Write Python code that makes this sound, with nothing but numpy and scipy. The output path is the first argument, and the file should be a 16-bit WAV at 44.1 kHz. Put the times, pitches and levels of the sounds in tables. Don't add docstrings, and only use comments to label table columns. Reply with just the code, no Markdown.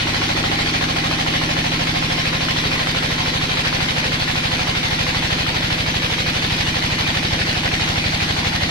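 import sys
import numpy as np
from scipy import signal
from scipy.io import wavfile
from scipy.ndimage import uniform_filter1d

SR = 44100
rng = np.random.default_rng(int(sys.argv[2]) if len(sys.argv) > 2 else 0)


def wav_record(signal):
    frames = np.transpose(np.atleast_2d(signal))
    bounded = np.clip(frames, -1, 1)
    quanta = np.round(bounded * 32767).astype(np.int16)
    wavfile.write(sys.argv[1], SR, quanta)


N = 383669

# (time [s], crank speed [turns per minute])
CRANK_SPEED = [(0.0, 1632.8), (0.6, 1613.5), (1.3, 1583.4), (2.2, 1565.6), (3.2, 1542.1), (4.3, 1523.1),
               (5.4, 1509.8), (6.5, 1494.5), (7.6, 1477.2), (8.7, 1473.9)]
CYCLE_AT_START = -.258
# (time [s], casing knocks [dB], hiss puffs [dB], blade rasp [dB])
LOUDNESS = [(0, -28.5, -31, -22), (1.5, -25.5, -30, -22.5), (3, -28, -28, -22.5),
            (4.5, -29.5, -28.5, -22.5), (6, -33.5, -26, -23), (7.5, -33.5, -29, -22), (8.7, -32, -28, -23)]

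# (time [s], pitch [multiple of the cycle rate])
WHINE_PITCH = [(0, 40.55), (1.5, 40.4), (2.5, 40.25), (4.5, 40.17), (5.5, 40.07), (8.7, 40.03)]
# (pitch [multiple of the whine pitch], loudest at [s], time from peak to 6 dB down [s], peak level [dB])
WHINES = [(2, 2.2, 3.6, -42), (1, 5.1, 2.6, -40.5)]
TEETH_PER_S, GRIT_FADE_MS, GRIT_DEPTH = 500, .6, .13

# (place [cycles], relative level at the start [dB], relative change [dB per s], fading time [s])
HISS_PUFFS = [(-.31, 13, -0.3, 0.036), (-.06, -23, 2.4, 0.015), (.13, 10.5, 0, 0.015)]
# (place [cycles], peak level at the start [dB], change [dB per s], rise and fading time [s], left lag [ms])
GAS_SPITS = [(-.322, -21, -.35, .002, .15), (-.028, -24.5, .68, .003, 1.11)]

# (place [cycles], relative level [dB])
CASING_KNOCKS = [(-.31, 5.5), (-.16, 6.5), (-.04, 2)]
# (pitch [Hz], relative level [dB], time to fall 60 dB [s], left lag [ms])
CASING_MODES = [(367, 6.5, 0.0097, 0.46), (527, 6, 0.036, 0.043), (736.6, 12, 0.15, 0.62),
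                (675, -23, 0.078, 0.44), (1056, -0.5, 0.18, 0.68), (810, 0, 0.45, 0.78),
                (824.5, 1.5, 0.14, 0.62), (880, -17, 0.087, 0.47), (1358, 2, 0.15, 0.31),
                (1620, -24, 0.036, 0.41), (2130, 9, 0.025, 0.46), (2390, -0.5, 0.064, 0.54),
                (1876, 0.5, 0.068, 0.62), (2540, -4, 0.03, 0.58), (3230, 7, 0.03, 0.43)]

# (pitch at the start [Hz], width [Hz], peak level at the start [dB], change [dB per s])
PIPE_RESONANCES = [(26.8, 3, -36.3, -.31), (39.9, 3, -52.4, .49), (55.6, 3, -38, -.15),
                   (66.2, 3, -42.7, .77), (84, 9.6, -37.1, -.24), (99.9, 14.3, -39.6, 1.34),
                   (109.9, 5.9, -30.7, -5), (119.4, 3.1, -30.9, -1.21), (131.9, 3, -33.2, .17),
                   (157, 3, -19.8, -2.03), (160, 3.5, -34.5, .53), (168.9, 3, -31.5, .05),
                   (199.9, 7.4, -37.7, .79), (219.8, 10.1, -36.7, -1.15), (234.2, 3, -49.6, 2.81),
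                   (240.4, 3, -33.5, -3.24), (247.8, 6.6, -29.5, -1.2), (254.8, 4, -36.9, -1.4),
                   (264.2, 3, -36.6, -1.08), (275.4, 3, -51.4, 2.52), (295.5, 3, -43.3, -.34),
                   (305.5, 9.6, -29.4, -3.59), (320.3, 3, -36.5, -4.66), (331.3, 3, -47, .86),
                   (344.2, 3, -54.7, 2.65), (362.8, 28.4, -42.7, -2.38), (533.4, 60, -28.2, -.51)]
PIPE_SAG_PER_S = .0098
# (highest multiple of the cycle rate, delay after the cycle starts [ms])
PULSE_DELAYS = [(2, -1.2), (3, 5.6), (7, 2.34), (12, -.84), (19, 14.87), (24, 31.77), (33, 41.5)]
RUMBLE_DB = -37.5

# (pitch [Hz], relative level [dB])
RASP_TONE = [(200, -30), (380, -6), (600, -4.5), (900, -4.5), (1250, -8), (1550, -4), (2000, 0.5),
             (2500, -0.5), (2700, -6), (2900, -2), (4600, -5), (5050, -10.5), (5430, -8), (5750, -11.5),
             (6200, -12), (7500, -23), (10500, -26.5), (12500, -40.5), (15500, -39)]
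PUFF_TONE = [(250, -64), (450, -1.5), (1000, 5), (1400, 7.5), (2000, 4.5), (3200, 11.5), (4500, 5),
             (6000, -12), (8000, -26), (11000, -14.5), (15500, -22)]
BARK_TONE = [(450, -16), (850, 1), (1200, 2), (2200, 0), (3000, -8), (4500, -16), (7000, -35), (15500, -55)]
SPIT_TONE = [(500, 5), (900, -5.5), (1800, 7), (2800, 5.5), (4500, 5.5), (5500, -7.5), (7500, -13),
             (15500, -47)]
RUMBLE_TONE = [(15, -16), (35, 2.5), (130, -3.5), (210, -3), (250, 4), (280, 0), (318, 2.5), (350, -6),
               (400, -20.5), (700, -27)]

# (left lag [ms], share of direct sound); a negative lag reaches the left first
RASP_SIDE, PUFF_SIDE, RUMBLE_SIDE = (-.23, .24), (.45, .85), (.1, .57)
SPIT_DIRECT = .7
SPREAD_HZ, BASS_SAME = 450, .93
# (pitch [Hz], left over right [dB])
LEFT_OVER_RIGHT = [(250, -7), (450, 3), (800, -2), (1700, 1.9), (2800, 0), (5500, -1), (10000, 1.5),
                   (14000, -0.5)]
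EDGE_HZ = 15640


def gain_of(db):
    return 10 ** (np.asarray(db) / 20)


def evened(x):
    return x / np.sqrt(np.mean(x ** 2) + 1e-20)


def curve(rows, column):
    rows = np.asarray(rows)
    return np.interp(np.arange(N) / SR, rows[:, 0], rows[:, column])


def colour_db(table, hz):
    points_hz, db = np.transpose(table)
    return np.interp(np.log(hz + 1), np.log(points_hz), db)


def slow(size):
    once = uniform_filter1d(rng.standard_normal(N), size)
    return evened(uniform_filter1d(once, size))


def cycle_rate():
    return curve(CRANK_SPEED, column=1) / 120


def cycles():
    return CYCLE_AT_START + np.cumsum(cycle_rate()) / SR


def blows(place, spread_db, jitter_ms):
    at = np.flatnonzero(np.diff(np.floor(cycles() - place)))
    size, shift = rng.standard_normal((200, 2))[:len(at)].T
    shifted = at + np.round(shift * jitter_ms * SR / 1000).astype(int)
    out = np.zeros(N)
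    out[np.clip(shifted, 0, N - 1)] = gain_of(spread_db * size)
    return out


def noise(colour, side, patchy_db):
    frames, hz = N // 256 + 5, np.fft.rfftfreq(1024, 1 / SR)[:, None]
    a, b, c, d, patches = rng.standard_normal((frames, 513, 5)).T
    patches = uniform_filter1d(patches, size=6, axis=0)
    patches = evened(uniform_filter1d(patches, size=9, axis=1))
    lag_ms, direct = side
    low = 1 / (1 + (hz / SPREAD_HZ) ** 5)
    same = np.clip(low * BASS_SAME + (1 - low) * direct, 0, 1)
    right = a + 1j * b
    diffuse = np.sqrt(1 - same ** 2) * (c + 1j * d)
    delay = np.exp(-2j * np.pi * hz * (1 - low) * lag_ms / 1000)
    left = same * right * delay + diffuse
    z = np.array([left, right]) * gain_of(colour_db(colour, hz) + patchy_db * patches)
    z *= gain_of(np.multiply.outer([.5, -.5], colour_db(LEFT_OVER_RIGHT, hz)))
    return evened(signal.istft(z, nperseg=1024, noverlap=768)[1][:, :N])


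def blade():
    surge = .17 * np.cos(2 * np.pi * (cycles() + .02))
    strikes = (rng.random(N) < TEETH_PER_S / SR) * rng.exponential(1, N)
    grit = signal.lfilter([1], [1, -np.exp(-1000 / (GRIT_FADE_MS * SR))], strikes)
    bite = 1 + surge + GRIT_DEPTH * evened(grit - grit.mean())
    rasp_level = gain_of(curve(LOUDNESS, column=3) + 0.14 * slow(size=3000))
    rasp = rasp_level * bite * noise(RASP_TONE, RASP_SIDE, patchy_db=2.2)
    t, drift = np.arange(N) / SR, 0.12 * slow(size=1500)
    turns = np.cumsum(curve(WHINE_PITCH, column=1) * cycle_rate()) / SR
    whine = np.zeros(N)
    for multiple, loudest_s, half_s, db in WHINES:
        swell_db = db - 6 * ((t - loudest_s) / half_s) ** 2 + .8 * slow(size=9000)
        whine += gain_of(swell_db) * np.sin(2 * np.pi * multiple * turns + drift)
    return rasp + whine


def puffs():
    t, time_s, gate = np.arange(SR // 4) / SR, np.arange(N) / SR, np.zeros(N)
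    for place, db, change_db, fade in HISS_PUFFS:
        shape = np.exp(-t / fade) * (1 - np.exp(-t / .002))
        swells = signal.fftconvolve(blows(place, spread_db=.7, jitter_ms=.4), shape)[:N]
        gate += gain_of(db + change_db * time_s) * swells
    hiss = gate * noise(PUFF_TONE, PUFF_SIDE, patchy_db=1.0)
    return gain_of(curve(LOUDNESS, column=2)) * evened(hiss)


def spits():
    t, time_s, out = np.arange(SR // 20) / SR, np.arange(N) / SR, np.zeros((2, N))
    for (place, db, change_db, fade, lag_ms), colour in zip(GAS_SPITS, (BARK_TONE, SPIT_TONE)):
        shape = t / fade * np.exp(1 - t / fade)
        gate = signal.fftconvolve(blows(place, spread_db=1.0, jitter_ms=.3), shape)[:N]
        hiss = noise(colour, (lag_ms, SPIT_DIRECT), patchy_db=-0.5)
        out += gain_of(db + change_db * time_s) * gate * hiss
    return out


def ring(hz, db, t60, lag_ms=0, rise_ms=2.9):
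    t = np.maximum(np.arange(SR // 2) / SR - lag_ms / 1000, 0)
    fading = gain_of(db - 60 * t / t60)
    return fading * np.sin(2 * np.pi * hz * t) * (1 - np.exp(-1000 * t / rise_ms))


def casing():
    knocks = sum(gain_of(db) * blows(place, spread_db=.8, jitter_ms=.07) for place, db in CASING_KNOCKS)
    left = sum(ring(*mode, rise_ms=1.0) for mode in CASING_MODES)
    right = sum(ring(*mode[:3], rise_ms=0.8) for mode in CASING_MODES)
    ringing = gain_of([[-1.5], [1.5]]) * [left, right]
    both = signal.fftconvolve(knocks[None], ringing, axes=1)[:, :N]
    return gain_of(curve(LOUDNESS, column=1)) * evened(both)


def exhaust():
    t, turn, out = np.arange(0, N / SR, .01), cycles(), np.zeros(N)
    uneven_db, slip = .5 * slow(size=2500), 0.0011 * slow(size=2500)
    rate = cycle_rate()
    coarse_rate = np.interp(t * SR, np.arange(N), rate)
    for k in range(1, PULSE_DELAYS[-1][0] + 1):
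        heard = k * coarse_rate / (1 - PIPE_SAG_PER_S * t)
        pipe = sum(gain_of(db + change_db * t) / (1 + 1j * (heard - hz ** 2 / heard) / width)
                   for hz, width, db, change_db in PIPE_RESONANCES)
        delay_ms = next(ms for top, ms in PULSE_DELAYS if k <= top)
        size = np.interp(np.arange(N) / SR, t, pipe)
        phase = 2 * np.pi * k * (turn + slip - rate * delay_ms / 1000)
        out -= (size * np.exp(1j * phase)).real
    out *= gain_of(uneven_db)
    late = np.r_[np.zeros(7), out][:N]
    rumble = gain_of(RUMBLE_DB) * noise(RUMBLE_TONE, RUMBLE_SIDE, patchy_db=-1.0)
    return np.array([late, out]) + rumble


def scene():
    return blade() + puffs() + spits() + casing() + exhaust()


def record(dry):
    low_pass = signal.firwin(511, EDGE_HZ, window=("kaiser", 9), fs=SR)
    return signal.oaconvolve(dry, low_pass[None], "same")


dry = scene()
out = record(dry)
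wav_record(out)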